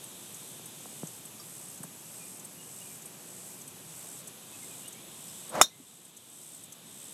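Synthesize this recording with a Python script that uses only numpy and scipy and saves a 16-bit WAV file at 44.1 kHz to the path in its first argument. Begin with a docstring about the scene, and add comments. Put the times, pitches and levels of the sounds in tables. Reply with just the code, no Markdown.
"""A grass practice tee on a summer day, where a golfer drives a ball.
The shaft sheds vortices as it swishes down; the hollow metal head cracks against the ball and rings
in its natural modes, and a limiter ducks and slowly recovers. Two meadow katydids buzz and tick by
rubbing their wings, over a low rumble of air and the hiss of far insects. A far bird whistles,
a distant club clinks and a few soft knocks sound close by."""
import sys
import numpy as np
from scipy import signal
from scipy.fft import rfft, irfft
from scipy.io import wavfile
from scipy.ndimage import uniform_filter1d, minimum_filter1d

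SR = 44100
rng = np.random.default_rng(int(sys.argv[2]) if len(sys.argv) > 2 else 0)


def pcm_store(signal):
    """Save signal as 16-bit PCM."""
    levels = np.round(np.clip(np.atleast_2d(signal), -1, 1) * 32767)
    wavfile.write(sys.argv[1], SR, levels.astype(np.int16).T)


N = 314433
TIME = np.arange(N) / SR
IMPACT_S = 5.6132

# Spectrum of the open air: frequency_hz, relative_density_db
AIR_SPECTRUM = [(18, -67), (30, -39.5), (81, -16), (112, -3.5), (172, 0), (315, -6), (374, -5), (408, -7.5),
                (1150, -13), (1340, -15.5), (2190, -17.5), (2390, -14.5), (3600, -15.5), (4280, -18),
                (5200, -20), (6760, -46.5), (11400, -120)]
# Spectrum of the far insects: frequency_hz, relative_density_db
INSECT_SPECTRUM = [(4000, -20), (4800, -11), (6200, -1.5), (8000, 0), (10300, -1), (12200, 1), (15000, -10)]
# Bird whistles: start_s, length_s, first_pitch_hz, last_pitch_hz, level_db
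BIRD_NOTES = [(2.18, .09, 2490, 2370, -57), (2.57, .06, 2880, 2850, -59), (2.80, .037, 2860, 2820, -56),
              (2.835, .05, 2520, 2320, -57), (2.88, .08, 2340, 2350, -62), (4.525, .04, 2550, 2630, -58),
              (4.615, .04, 2200, 2020, -57), (4.69, .065, 2600, 2330, -56), (4.825, .07, 2680, 3060, -55),
              (4.93, .11, 2120, 2600, -61), (5.275, .05, 5100, 5350, -57), (5.687, .086, 2020, 2110, -55.5)]
# Soft knocks: start_s, gain_db, first_pitch_hz, last_pitch_hz, glide_s
SOFT_KNOCKS = [(.594, -41, 1200, 200, .0035), (.855, -36, 1900, 130, .0035), (.927, -39.5, 800, 130, .004),
               (1.032, -23, 1610, 160, .0015), (1.803, -33, 400, 139, .003), (1.834, -37, 2200, 300, .005),
               (1.843, -34, 300, 170, .003), (5.799, -31.5, 300, 250, .005)]
# Modes of a distant club: pitch_hz, relative_level_db, t60_s
FAR_CLUB_MODES = [(1185, -4, 0.13), (4770, -1, .13), (5500, 2, .07)]
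# Wing rasp in a buzz: frequency_hz, relative_density_db
BUZZ_SPECTRUM = [(3000, -30), (5200, -7.5), (6300, -5), (8500, 4), (10300, -5), (12200, -1), (15000, -8.5)]
# Wing rasp in a tick: frequency_hz, relative_density_db
TICK_SPECTRUM = [(4500, -19), (7000, -12), (8300, -3), (9300, 4.5), (10300, -5.5), (12200, 2), (15000, -4)]
# Wings of each katydid, by singer: resonance_hz, lower_resonance_gain_db
KATYDID_WINGS = {"bright": (8400, -20), "dark": (7850, -9.5)}
# Phrases, each a buzz closed by a tick: singer, tick_start_s, tick_gain_db, buzz_gain_db
KATYDID_PHRASES = [("bright", .0368, -36.5, -55), ("bright", .6559, -34.5, -53),
                   ("bright", 1.2506, -35.5, -53), ("bright", 1.8302, -33, -52),
                   ("bright", 2.4458, -33.5, -52), ("bright", 3.055, -34.5, -53),
                   ("bright", 3.6745, -35.5, -54), ("bright", 4.2714, -35, -55),
                   ("bright", 4.877, -33, -55), ("bright", 5.491, -33.5, -54),
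                   ("bright", 6.0496, -37.5, -56), ("bright", 6.635, -35.5, -50),
                   ("bright", 7.25, -34, -53), ("dark", .342, -37, -58), ("dark", 1.068, -37, -56),
                   ("dark", 1.7744, -41, -57), ("dark", 2.393, -39, -56.5), ("dark", 3.018, -40, -54),
                   ("dark", 3.6112, -38, -54), ("dark", 4.2714, -37, -51), ("dark", 4.9237, -38, -51.5),
                   ("dark", 5.55, -38, -52), ("dark", 6.1664, -34, -53), ("dark", 6.7211, -35, -51),
                   ("dark", 7.3, -36, -51)]
# Turbulence behind the club head: frequency_hz, relative_density_db
WAKE_SPECTRUM = [(50, -27.5), (120, -10.5), (220, 0.5), (450, -6), (800, -1), (1250, -3.5), (1800, -11.5),
                 (3000, -19.5), (6000, -24), (13000, -32)]
# The crack scattered by turf and nearby things: frequency_hz, relative_density_db
SCATTER_SPECTRUM = [(60, -12.5), (250, -7), (600, -4), (1200, -3), (2000, -10), (2900, -16.5), (3600, -5.5),
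                    (4000, -2), (4750, -18), (5500, 0), (7000, -1.5), (9000, -6), (15000, -3.5)]
# Decay of the scattered sound: frequency_hz, t60_s
SCATTER_DECAY = [(100, .1), (700, .085), (1300, .1), (2800, .09), (4000, .17), (4800, 0.092), (5600, .14),
                 (7500, .09), (15000, .09)]
# Modes of the driver head and ball: pitch_hz, relative_level_db, t60_s
HEAD_MODES = [(560, -6.5, .022), (740, -8, .02), (884, -16, 0.022), (1320, -3, 0.019), (1950, -7, 0.018),
              (2452, -8, .02), (2980, -14.5, 0.032), (3585, -8.5, .04), (3656, -16, .13), (3800, -27, 0.15),
              (5360, -9, .06), (5715, -26.5, .11), (5790, -22, .11), (6280, -16.5, 0.076), (6590, -7, .045),
              (6830, -10, .045), (7030, -11.5, .05), (7592, -3.5, .038), (8300, -19, .035),
              (8700, -15, 0.04), (9330, -15, .035), (9672, -10.5, 0.039), (10240, -12.5, .04),
              (10470, -12, .03), (11200, -13.5, .03), (12020, -18.5, .03), (12430, -13.5, .03)]


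def from_db(db):
    """Amplitude grows tenfold every 20 dB."""
    return 10 ** (np.asarray(db) / 20)


def unit_rms(x):
    """Normalisation to unit mean power."""
    return x / np.sqrt(np.mean(x ** 2) + 1e-20)


def at_hz(curve, hz):
    """Interpolation on a logarithmic frequency axis."""
    points_hz, values = np.transpose(curve)
    return np.interp(np.log(np.maximum(hz, 1)), np.log(points_hz), values)


def add(out, start_s, sound):
    """Superposition: a sound adds to the mix from its start time."""
    at = round(start_s * SR)
    lo, hi = max(at, 0), min(at + len(sound), N)
    if lo < hi:
        out[lo:hi] += sound[lo - at:hi - at]


def wander(size, step_s):
    """Slow random modulation: a new value each step, joined by straight lines."""
    return np.interp(TIME[:size] / step_s, np.arange(64), rng.standard_normal(64))


def shaped_noise(spectrum):
    """Spectral shaping colours white noise and rolls off beyond the table's ends; rms 1."""
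    hz = np.arange(N // 2 + 1) * SR / N
    low_skirt = np.minimum(hz / spectrum[0][0], 1) ** 2
    high_skirt = np.minimum(spectrum[-1][0] / (hz + 1), 1) ** 4
    gain = from_db(at_hz(spectrum, hz)) * low_skirt * high_skirt
    return unit_rms(irfft(rfft(rng.standard_normal(N)) * gain, N))


def resonant_noise(hz, width_hz, size):
    """A randomly driven resonance gives narrowband noise, whose centre may move; rms 1."""
    lowpass = signal.butter(2, width_hz / 2, fs=SR, output="sos")
    sway = signal.sosfilt(lowpass, rng.standard_normal((2, size)))
    phase = 2 * np.pi * np.cumsum(hz * np.ones(size)) / SR
    return unit_rms(sway[0] * np.cos(phase) + sway[1] * np.sin(phase))


def struck(modes):
    """Free vibration is a sum of damped modes; neighbours start in opposite directions."""
    t = TIME[:SR // 2]
    return sum((-1) ** k * from_db(db - 60 * t / t60_s) * np.sin(2 * np.pi * hz * t)
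               for k, (hz, db, t60_s) in enumerate(modes))


def open_air(level_db=-53.1, wander_db=.3):
    """Broadband ambient noise, strongest in the bass, drifts slightly in level."""
    return from_db(level_db + wander_db * wander(N, step_s=.4)) * shaped_noise(AIR_SPECTRUM)


def far_insects(hiss_db=-49.8, fade_db_per_s=.38, lull_s=2.8, lull_width_s=1.4, lull_depth_db=17):
    """Incoherent calls merge into noise: a fading hiss, a trill with one lull and a thin whine."""
    hiss = from_db(hiss_db - fade_db_per_s * TIME) * shaped_noise(INSECT_SPECTRUM)
    lull_db = lull_depth_db * np.exp(-((TIME - lull_s) / lull_width_s) ** 2)
    trill = resonant_noise(hz=3500, width_hz=1000, size=N)
    trill_core = from_db(-8) * resonant_noise(hz=3600, width_hz=160, size=N)
    whine = from_db(-61) * resonant_noise(hz=7900, width_hz=220, size=N)
    return hiss + from_db(-58.5 - lull_db) * (trill + trill_core) + whine


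def bird(blur=.4, blur_hz=140, echo_db=-6.5, echo_t60_s=.45):
    """Scattering among trees blurs short gliding whistles and gives them reverberation."""
    out, t = np.zeros(N), TIME[:SR // 2]
    for start_s, length_s, first_hz, last_hz, level_db in BIRD_NOTES:
        size = int(length_s * SR)
        hz = np.linspace(first_hz, last_hz, size)
        whistle = np.sin(2 * np.pi * np.cumsum(hz) / SR) + blur * resonant_noise(hz, blur_hz, size)
        add(out, start_s, from_db(level_db) * signal.windows.tukey(size, .8) * whistle)
    reflections = rng.standard_normal(len(t)) * from_db(-60 * t / echo_t60_s)
    trees = unit_rms(reflections) / np.sqrt(len(t))   # unit energy
    return out + from_db(echo_db) * signal.fftconvolve(out, trees)[:N]


def far_club(start_s=1.398, gain_db=-47):
    """One blow excites the modes of a distant club, heard as a clink."""
    out = np.zeros(N)
    add(out, start_s, from_db(gain_db) * struck(FAR_CLUB_MODES))
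    return out


def knocks(rise_s=.0028, decay_s=.008):
    """Heavily damped oscillations, falling quickly in pitch, are heard as soft knocks."""
    out, t = np.zeros(N), TIME[:SR // 10]
    envelope = (1 - np.exp(-t / rise_s)) * np.exp(-t / decay_s)
    for start_s, gain_db, first_hz, last_hz, glide_s in SOFT_KNOCKS:
        hz = last_hz + (first_hz - last_hz) * np.exp(-t / glide_s)
        add(out, start_s, from_db(gain_db) * envelope * np.sin(2 * np.pi * np.cumsum(hz) / SR))
    return out


def katydid_buzz(wing_hz, rasp, length_s, swell_s=.23, stop_s=.025, stroke_hz=69.4, depth=.44):
    """Stridulation: slightly uneven wing strokes modulate the amplitude of a rasp and a resonance."""
    t = TIME[:int(length_s * SR)]
    envelope = np.minimum(t / swell_s, 1) * np.minimum((t[-1] - t) / stop_s, 1)
    pace_hz = stroke_hz * (1 + .08 * wander(len(t), step_s=.04))
    strokes = 1 + depth * np.sin(2 * np.pi * (np.cumsum(pace_hz) / SR + rng.random()))
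    ring = from_db(-3) * resonant_noise(wing_hz, width_hz=700, size=SR)[:len(t)]
    teeth = np.roll(rasp, rng.integers(N))[:len(t)]
    return envelope * strokes * (ring + teeth)


def katydid_tick(wing_hz, lower_gain_db, rasp, lower_hz=6450, width_hz=800, rise_s=.0025, fall_s=.012):
    """Transient excitation: a single rasping stroke drives two wing resonances."""
    t = TIME[:SR // 20]
    stroke = (1 - np.exp(-t / rise_s)) * np.exp(-(t / fall_s) ** 2)
    ring = resonant_noise(wing_hz, width_hz, len(t))
    teeth = from_db(-1) * np.roll(rasp, rng.integers(N))[:len(t)]
    lower_ring = from_db(lower_gain_db) * resonant_noise(lower_hz, width_hz, len(t))
    return stroke * (from_db(-3.5) * unit_rms(ring + teeth) + lower_ring)


def katydids(buzz_s=.47, gap_s=.045):
    """Two nearly periodic singers, each repeating about every 0.6 s, drift in and out of phase."""
    out = np.zeros(N)
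    buzz_rasp, tick_rasp = shaped_noise(BUZZ_SPECTRUM), shaped_noise(TICK_SPECTRUM)
    for singer, tick_start_s, tick_gain_db, buzz_gain_db in KATYDID_PHRASES:
        wing_hz, lower_gain_db = KATYDID_WINGS[singer]
        buzz = katydid_buzz(wing_hz, buzz_rasp, buzz_s)
        tick = katydid_tick(wing_hz, lower_gain_db, tick_rasp)
        add(out, tick_start_s - gap_s - buzz_s, from_db(buzz_gain_db) * buzz)
        add(out, tick_start_s, from_db(tick_gain_db) * tick)
    return out


def swish(full_speed_s=5.556, rise_db_per_s=420, fall_db_per_s=360, top_hz=620, sink_hz_per_db=5):
    """Vortex shedding: the shaft's pitch follows its speed, while the head drags a turbulent wake."""
    downswing_db = rise_db_per_s * np.maximum(full_speed_s - TIME, 0)
    follow_through_db = fall_db_per_s * np.maximum(TIME - IMPACT_S, 0)
    drop_db = downswing_db + follow_through_db   # zero from full speed until impact
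    shedding_hz = np.maximum(top_hz - sink_hz_per_db * drop_db, 0)
    vortices = resonant_noise(shedding_hz, width_hz=170, size=N)
    return from_db(-33.8 - drop_db) * (vortices + shaped_noise(WAKE_SPECTRUM))


def scatter(gain_db=-2.5, rise_s=.0018):
    """Diffuse reflection: countless weak echoes follow the crack, each band dying at its own rate."""
    out, t = np.zeros(N), TIME[:SR // 2]
    edges_hz = np.linspace(np.sqrt(60), np.sqrt(16000), 44) ** 2
    tail = np.zeros(len(t))
    for low_hz, high_hz in zip(edges_hz, edges_hz[1:]):
        hz = np.sqrt(low_hz * high_hz)
        bandpass = signal.butter(3, [low_hz, high_hz], "band", fs=SR, output="sos")
        band = signal.sosfilt(bandpass, rng.standard_normal(len(t)))
        tail += band * from_db(at_hz(SCATTER_SPECTRUM, hz) - 60 * t / at_hz(SCATTER_DECAY, hz))
    add(out, IMPACT_S, tail * (1 - np.exp(-t / rise_s)))
    return from_db(gain_db) * out


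def crown_ring(pitch_hz=3685, swell_s=.026, spread_s=.011, shimmer_t60_s=.17):
    """Resonance: the head's lasting note swells after the blow; close modes shimmer just above it."""
    out, t = np.zeros(N), TIME[:SR // 2]
    swell = from_db(-17.5) * np.exp(-((t - swell_s) / spread_s) ** 2)
    note = swell * np.sin(2 * np.pi * pitch_hz * t)
    shimmer_envelope = from_db(-25 - 60 * t / shimmer_t60_s) * np.minimum(t / swell_s, 1)
    shimmer = shimmer_envelope * resonant_noise(hz=3950, width_hz=380, size=len(t))
    add(out, IMPACT_S, note + shimmer)
    return out


def thud(gain_db=-20, length_s=.0024, low_cut_hz=15):
    """Volume displacement: the squashed ball moves the air once, a pulse that gives the hit weight."""
    out = np.zeros(N)
    add(out, IMPACT_S, -from_db(gain_db) * signal.windows.hann(int(length_s * SR)))
    return signal.sosfilt(signal.butter(1, low_cut_hz, "high", fs=SR, output="sos"), out)


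def impact(push_s=.00085, snap_s=.0015, release_s=.0005, low_cut_hz=250):
    """Impulsive excitation: the ball leaves with one pressure cycle and a snap; the head rings freely."""
    out, t = np.zeros(N), TIME[:SR // 10]
    push = from_db(7.5) * np.sin(2 * np.pi * t / push_s) * (t < push_s)
    bright_noise = np.diff(rng.standard_normal(len(t) + 1)) / 2
    snap = from_db(-7.5) * np.exp(-t / snap_s) * bright_noise
    add(out, IMPACT_S, push + snap)
    add(out, IMPACT_S + release_s, from_db(2) * struck(HEAD_MODES))
    # so small a body radiates little bass
    return signal.sosfilt(signal.butter(1, low_cut_hz, "high", fs=SR, output="sos"), out)


def scene():
    """The pressures of the shot and its surroundings superpose at one point."""
    shot = swish() + impact() + thud() + scatter() + crown_ring()
    surroundings = katydids() + knocks() + far_club() + bird() + open_air() + far_insects()
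    return (shot + surroundings)[None]


def limiter(x, threshold_db=-5, release_db_per_s=4.5):
    """Look-ahead limiting: the gain drops just before a loud peak and creeps back."""
    power = uniform_filter1d(x[0] ** 2, size=88)   # 2 ms mean
    over_db = np.maximum(10 * np.log10(np.maximum(power, 1e-12)) - threshold_db, 0)
    release_db = release_db_per_s * TIME
    held_db = np.maximum.accumulate(over_db + release_db) - release_db
    early_gain_db = minimum_filter1d(-held_db, size=89)
    return x * from_db(uniform_filter1d(early_gain_db, size=44))


def record(dry, shelf_hz=12600, shelf_db=-15.5, cutoff_hz=15900):
    """Limiting and clipping bound the amplitude; a treble shelf and a steep cut bound the bandwidth."""
    clipped = np.clip(limiter(dry), -1, 1)
    below_shelf = signal.sosfiltfilt(signal.butter(24, shelf_hz, fs=SR, output="sos"), clipped)
    dulled = below_shelf + from_db(shelf_db) * (clipped - below_shelf)
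    return signal.sosfilt(signal.ellip(10, .1, 80, cutoff_hz, fs=SR, output="sos"), dulled)


dry = scene()
out = record(dry)
pcm_store(out)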